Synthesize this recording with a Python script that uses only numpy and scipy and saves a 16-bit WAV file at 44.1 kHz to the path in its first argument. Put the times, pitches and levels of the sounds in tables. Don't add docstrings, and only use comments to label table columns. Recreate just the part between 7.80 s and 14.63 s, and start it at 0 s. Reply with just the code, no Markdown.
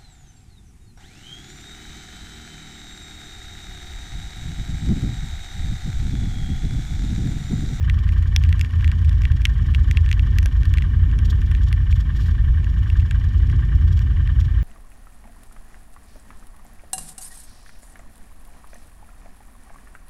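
import sys
import numpy as np
from scipy import signal
from scipy.fft import rfft, irfft
from scipy.io import wavfile
from scipy.ndimage import uniform_filter1d

SR = 44100
rng = np.random.default_rng(int(sys.argv[2]) if len(sys.argv) > 2 else 0)


def master(y):
    cut = np.clip(np.atleast_2d(y).T, -1, 1)
    pcm = np.round(cut * 32767)
    wavfile.write(sys.argv[1], SR, pcm.astype(np.int16))


N = 301203
TIME = np.arange(N) / SR

# f/Hz, level/dB
HISS_SPECTRUM = [(1500, -16), (3200, -0.5), (4200, 0), (4900, -1), (5500, -3.5), (6200, -8), (6900, -3.5),
                 (7700, -12), (8600, -10), (11000, -25.5), (12800, -8.5), (14500, -29)]


def undb(db):
    return 10 ** (np.asarray(db) / 20)


def level(x, db):
    return x * undb(db) / np.sqrt(np.mean(x ** 2))


def curve(table):
    return np.interp(TIME, *np.transpose(table))


def noise():
    return rng.standard_normal(N)


def walk(rate):
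    hold = int(SR / rate)
    steps = np.repeat(rng.standard_normal(N // hold + 1), hold)
    return level(uniform_filter1d(uniform_filter1d(steps, hold), hold)[:N], 0)


def colour(x, points, size=16384):
    hz, db = np.transpose(points)
    bins_hz = np.arange(size // 2 + 1) * SR / size
    gain = undb(np.interp(np.log(bins_hz + 1), np.log(hz), db))
    cepstrum = irfft(np.log(gain))
    cepstrum[1:size // 2] *= 2
    cepstrum[size // 2 + 1:] = 0
    return signal.fftconvolve(x, irfft(np.exp(rfft(cepstrum))))[:len(x)]


def lowpass(x, hz):
    return signal.sosfilt(signal.butter(2, hz, fs=SR, output="sos"), x)


def highpass(x, hz, order=4):
    return signal.sosfilt(signal.butter(order, hz, "highpass", fs=SR, output="sos"), x)


def resonate(x, modes):
    return sum(undb(db) * signal.lfilter(*signal.iirpeak(hz, hz / width, fs=SR), x)
               for hz, width, db in modes)


def ring(hz, t60):
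    t = TIME[:SR // 25]
    return np.sin(2 * np.pi * hz * t) * np.exp(-np.log(1000) * t / t60)


def add(out, s, sound):
    i = int(np.clip(s * SR, 0, N - 1))
    out[i:i + len(sound)] += sound[:N - i]


def bell(t, centre, half_width):
    return np.exp(-((t - centre) / half_width) ** 2)


def lulls():
    # t/s, level/dB, half-width/s
    dips = [(0.236, -9, .015), (0.885, -13, 0.05), (2.7, -10, 0.015), (4.85, -5.5, 0.015),
            (5.517, -6, 0.02)]
    return undb(sum(db * bell(TIME, s, half) for s, db, half in dips))


def moor():
    # f/Hz, level/dB
    rumble_spectrum = [(8, -29), (20, -32.5), (32, -5), (45, -14.5), (65, -2), (90, -6.5), (125, -14),
                       (170, -26), (300, -45.5), (600, -73.5)]
    # f/Hz, level/dB
    wash_spectrum = [(260, -46.5), (450, -8), (529, -11), (846, -9.5), (1170, -7.5), (1370, -13.5),
                     (1810, -13), (1980, -32), (2330, -5), (2540, -15), (3030, -16.5), (4120, -27),
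                     (11000, -31), (12800, -33.5), (15000, -89.5)]
    rumble = level(lowpass(colour(noise(), rumble_spectrum), 310), db=-19) * lulls()
    wash = level(colour(noise(), wash_spectrum) * undb(0.3 * walk(rate=4.3)), db=-55.5)
    return wash + rumble


def hiss(puff_half_s=0.0078, scatter_db=2, edge_db=0.5, floor_db=-61.5):
    # onset t/s, duration/s, puff rate/Hz, level/dB
    bouts = [(.05, .45, 21, -52.5), (0.532, 0.96, 30.5, -55), (1.568, 1.46, 23.3, -52.5),
             (3.456, 0.052, 20, -41), (3.562, 0.31, 19.5, -54), (3.837, .075, 20, -46),
             (4.115, 0.13, 21.7, -47), (4.369, .17, 20.6, -50.5), (4.899, 1, 22, -54.5),
             (5.955, .1, 16, -52.5), (6.082, 0.14, 21.6, -48.5), (6.605, 0.06, 21.3, -46)]
    # f/Hz, bandwidth/Hz, level/dB
    zing_modes = [(3250, 360, -2), (5570, 210, -4), (6700, 210, -13)]
    flutter = np.zeros(N)
    puff = bell(TIME[:SR // 10], .05, puff_half_s)
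    for start, length, rate, db in bouts:
        for after, chance in zip(np.arange(0, length, 1 / rate), rng.standard_normal(64)):
            lift_db = edge_db * (1 - np.sin(np.pi * after / length))
            add(flutter, start + after - len(puff) / 2 / SR, puff * undb(db + lift_db + scatter_db * chance))
    air = level(colour(noise(), HISS_SPECTRUM), 0)
    zing = level(resonate(air, zing_modes), db=-1)
    return level(air + zing, 0) * np.hypot(flutter, undb(floor_db))


def spray(at_s=4.43, half_s=0.067, grain_db=3.9):
    droplets = noise() * undb(grain_db * walk(rate=600))
    return level(colour(droplets, HISS_SPECTRUM), db=-50.5) * bell(TIME, at_s, half_s)


def drop(peak_db, hz, treble_db, splat_s=0.0006, splat_lift_db=4, off_pitch_db=4):
    # f/Hz, T60/s, level/dB
    housing_modes = [(2020, 0.0057, -16.5), (2350, 0.0072, 8), (2690, 0.011, 4), (3240, 0.019, -3),
                     (3470, 0.036, -25.5), (5640, 0.025, -27.5), (7500, 0.022, -29)]
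    # f/Hz, level/dB
    splat_spectrum = [(1000, -19.5), (2500, 9.5), (5500, 6.5), (8000, -1), (10500, -5.5), (12500, -6),
                      (14000, -9), (16000, -50.5)]
    modes = [(f, t60, db - off_pitch_db * min(2 * abs(np.log2(f / hz)), 1))
             for f, t60, db in housing_modes]
    modes.append((hz, .014, 4))
    body = sum(undb(db + rng.standard_normal()) * ring(f, t60) for f, t60, db in modes)
    body = highpass(body, 1494, order=6)
    body *= undb(peak_db) / np.abs(body).max()
    burst = rng.standard_normal(len(body)) * np.exp(-TIME[:len(body)] / splat_s)
    splat = highpass(colour(burst, splat_spectrum, size=512), 3700)
    return body + body.std() * level(splat, treble_db + splat_lift_db)


def rain(fine_count=32, fine_db=-36, spread_db=5.5, thinning_s=3.1):
    # t/s, peak ring level/dB, favoured f/Hz, relative treble level/dB
    fat_drops = [(0.0979, -26.5, 1620, -26), (0.0984, -15, 2020, -33), (0.2907, -25.5, 2050, -28),
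                 (0.5627, -8.5, 3370, -6), (0.638, -20.5, 2840, -15), (0.6913, -28, 1900, -13),
                 (0.7276, -17, 1960, -29), (0.7945, -23.5, 1780, -12), (0.8121, -15.5, 2680, -12),
                 (0.848, -24.5, 1830, -36), (1.0095, -28, 1760, -25), (1.045, -18, 2040, -35),
                 (1.078, -23, 1880, -15), (1.1165, -22.5, 1890, -16), (1.2938, -29, 3520, -8.5),
                 (1.4192, -27.5, 1920, -10), (1.4364, -28, 2200, -22), (1.4534, -16.5, 1980, -43),
                 (1.5185, -28, 1800, -15), (1.6536, -4.5, 3010, -15), (1.6572, -15, 2170, -21),
                 (1.9397, -30, 1800, -27), (1.9481, -13.5, 2800, -41), (2.112, -16.5, 2040, -15),
                 (2.1719, -12.5, 2620, -48), (2.262, -25, 1770, -26), (2.2904, -26, 1800, -15),
                 (2.3144, -14.5, 2000, -18), (2.3284, -15, 2900, -14), (2.395, -20, 2760, -33),
                 (2.5855, -15, 1950, -8.5), (2.6291, -28, 1790, -10), (2.6593, -20, 1630, -8),
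                 (2.833, -28.5, 1580, -16), (2.8545, -31, 1800, -6.5), (2.939, -22, 1870, -12.5),
                 (2.973, -23, 2230, -20), (2.9839, -18.5, 1980, -28), (3.0225, -22.5, 2040, -32),
                 (3.3893, -27, 1670, -11), (3.6176, -31, 1700, -13), (3.715, -27.5, 1930, -14),
                 (3.75, -24.5, 1840, -18), (3.928, -20, 2060, -14), (4.127, -23.5, 2410, -27),
                 (5.101, -24.5, 2730, -19), (5.3107, -19.5, 1640, -18), (6.1922, -30, 1780, -11),
                 (6.4754, -27, 1870, -30)]
    # t/s, level/dB, f/Hz
    plops = [(.563, -41, 790), (2.658, -40, 620)]
    out = np.zeros(N)
    for s, db, hz, treble_db in fat_drops:
        add(out, s, drop(db, hz, treble_db))
    for s, db, hz in plops:
        add(out, s, undb(db) * (ring(hz, t60=0.039) + 3.5 * ring(1.22 * hz, t60=0.0087)))
    fallen = 1 - np.exp(-TIME / thinning_s)
    for when, size, spot in rng.random((fine_count, 3)):
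        tap = drop(fine_db + spread_db * (2 * size - 1), hz=1800 + 1200 * spot, treble_db=-13)
        add(out, np.interp(when * fallen[-1], fallen, TIME), tap)
    return out


def moments(cycles, phase):
    return np.interp(np.arange(phase % 1, cycles[-1], 1), cycles, TIME)


def firings(cycles, first_phase, scatter_db, jitter_s):
    out = np.zeros(N)
    for phase in (first_phase, first_phase + 280 / 720):
        chance = rng.standard_normal((256, 2))
        for s, (size, late) in zip(moments(cycles, phase), chance):
            add(out, s + jitter_s * late, undb([scatter_db * size]))
    return out


def surge(cycle_hz, full_throttle_hz_per_s=7.8, full_load=0.38, response_s=.15):
    throttle = np.clip(np.gradient(cycle_hz) * SR / full_throttle_hz_per_s, 0, 1)
    lag = np.exp(-3 * TIME[:SR] / response_s)
    return full_load * signal.fftconvolve(throttle, lag / lag.sum())[:N]


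def engine_ahead(thump_rise_db=9, song_rise_db=23.5, rasp_rise_db=10):
    # t/s, four-stroke cycle rate/Hz
    revs = [(0.0, 10.5), (1.7, 10.4), (1.95, 14.6), (2.15, 17.4), (2.4, 14.5), (2.6, 19.4), (2.95, 17.9),
            (3.25, 17.6), (3.5, 22.1), (3.75, 23.1), (4.0, 17.0), (4.33, 12.4), (4.55, 13.1), (5.0, 12.0),
            (5.5, 13.05), (5.75, 14.5), (6.05, 14.4), (6.4, 12.4)]
    # t/s, load (0-1)
    mud = [(0, 0.28), (2.7, 0.01), (3.1, 0.35), (3.9, 0), (4.55, 0.56), (5.3, 0.23), (5.72, 0.8),
           (6.1, 0.81), (6.83, 0.5)]
    # t/s, distance/m
    path = [(0, 2.59), (3.8, 2.81), (6.83, 5.34)]
    # f/Hz, level/dB
    exhaust_spectrum = [(8, -53.5), (14, -18), (22, -14.5), (40, -11.5), (54, 6), (66, 0), (84, 14.5),
                        (100, -9), (125, 2.5), (160, -13.5), (200, -27), (300, -31), (600, -73.5)]
    # f/Hz, bandwidth/Hz, level/dB
    pipe_modes = [(142.4, 10.6, 8.5), (170.6, 21, 2.5), (256, 36, -14), (320.5, 32, -9), (344.6, 13, -7),
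                  (372.5, 16, -15)]
    # f/Hz, level/dB
    rasp_spectrum = [(90, -36), (145, -3.5), (180, 4.5), (205, -0.5), (250, 3), (300, -5), (345, -9.5),
                     (420, -12), (520, -35.5), (900, -27.5), (2000, -79)]
    cycle_hz, drag, metres = curve(revs), curve(mud), curve(path)
    load = drag + surge(cycle_hz)
    cycles = np.cumsum(cycle_hz) / SR
    pulses = firings(cycles, first_phase=.76, scatter_db=1.0, jitter_s=.0001) / np.sqrt(cycle_hz)
    thump = level(lowpass(colour(pulses, exhaust_spectrum), 600), db=-24) * lulls()
    crank = np.diff(np.floor(2 * cycles), prepend=0)
    song = sum(resonate(resonate(crank, [(hz, width, db)]), [(hz, width, 0)])
               for hz, width, db in pipe_modes)
    song = level(song, db=-53.5)
    gas = noise() * signal.fftconvolve(pulses, np.exp(-TIME[:SR // 10] / 0.071))[:N]
    rasp = level(lowpass(colour(gas, rasp_spectrum), 870), db=-45.5)
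    exhaust = (thump * undb(thump_rise_db * load)
               + song * undb(song_rise_db * drag)
               + rasp * undb(rasp_rise_db * load))
    return exhaust * metres[0] / metres


def clatter(cycles, case_db=-46, head_db=-51.5, scatter_db=3.0, ring_db=-5):
    # phase/cycle, level/dB, decay time/s, head brightness/dB, ring f/Hz
    knocks = [(.075, -1, 0.014, -15.5, 1655), (0.388, 0.5, 0.016, 4.5, 1777), (.465, 1.5, 0.009, 6, 1127),
              (.54, 2.5, 0.0029, -13, 1875), (.62, -1.5, 0.026, 2, 1919), (.79, 8.5, 0.017, -2, 1620),
              (.875, 4.5, 0.023, 4, 1184)]
    # f/Hz, bandwidth/Hz, level/dB
    case_modes = [(1082, 35, 6), (1310, 37, 2.5), (1810, 36, 9.5), (1602, 46, 9), (1807, 55, 11),
                  (1935, 230, 8)]
    # f/Hz, bandwidth/Hz, level/dB
    head_modes = [(1190, 240, -36.5), (2077, 320, 14), (2930, 190, 11), (3045, 170, 7.5), (3430, 70, 1.5)]
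    case, head = np.zeros(N), np.zeros(N)
    t = TIME[:SR // 20]
    for phase, db, decay_s, bright_db, hz in knocks:
        pattern = rng.standard_normal(len(t))
        for s in moments(cycles, phase):
            rattle = (pattern + rng.standard_normal(len(t))) * np.exp(-t / decay_s)
            blow_db = db + scatter_db * (2 * rng.random() - 1)
            add(case, s, level(resonate(rattle, case_modes), blow_db))
            add(case, s, level(ring(hz, t60=0.067), blow_db + ring_db))
            add(head, s, level(resonate(rattle, head_modes), blow_db + bright_db))
    shell = signal.butter(3, [930, 3700], "bandpass", fs=SR, output="sos")
    case = level(lowpass(signal.sosfilt(shell, case), 1800), case_db)
    head = level(signal.sosfilt(shell, head), head_db)
    return case + head


def near_engine():
    # t/s, four-stroke cycle rate/Hz
    idle = [(0.0, 10.51), (1.2, 10.546), (2.2, 10.34), (3.0, 10.457), (3.8, 10.329), (4.6, 10.412),
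            (5.4, 10.499), (6.83, 10.45)]
    # f/Hz, level/dB
    silencer_spectrum = [(15, -26.5), (30, -26), (42, -8.5), (52, 10), (62, 1.5), (73, 0.5), (84, 5.5),
                         (100, -3.5), (115, -10), (140, -32), (190, -32), (250, -38.5), (350, -37.5),
                         (500, -54.5)]
    cycles = np.cumsum(curve(idle)) / SR
    pulses = firings(cycles, first_phase=.68, scatter_db=.7, jitter_s=.00025)
    boom = level(lowpass(colour(pulses, silencer_spectrum), 480), db=-18) * lulls()
    return boom + clatter(cycles)


def scene():
    return (near_engine() + engine_ahead() + hiss() + spray() + rain() + moor())[None]


def record(dry, top_hz=14700):
    rounded = dry / (1 + dry ** 8) ** (1 / 8)
    return signal.sosfilt(signal.ellip(8, .2, 70, top_hz, fs=SR, output="sos"), rounded)


dry = scene()
out = record(dry)
master(out)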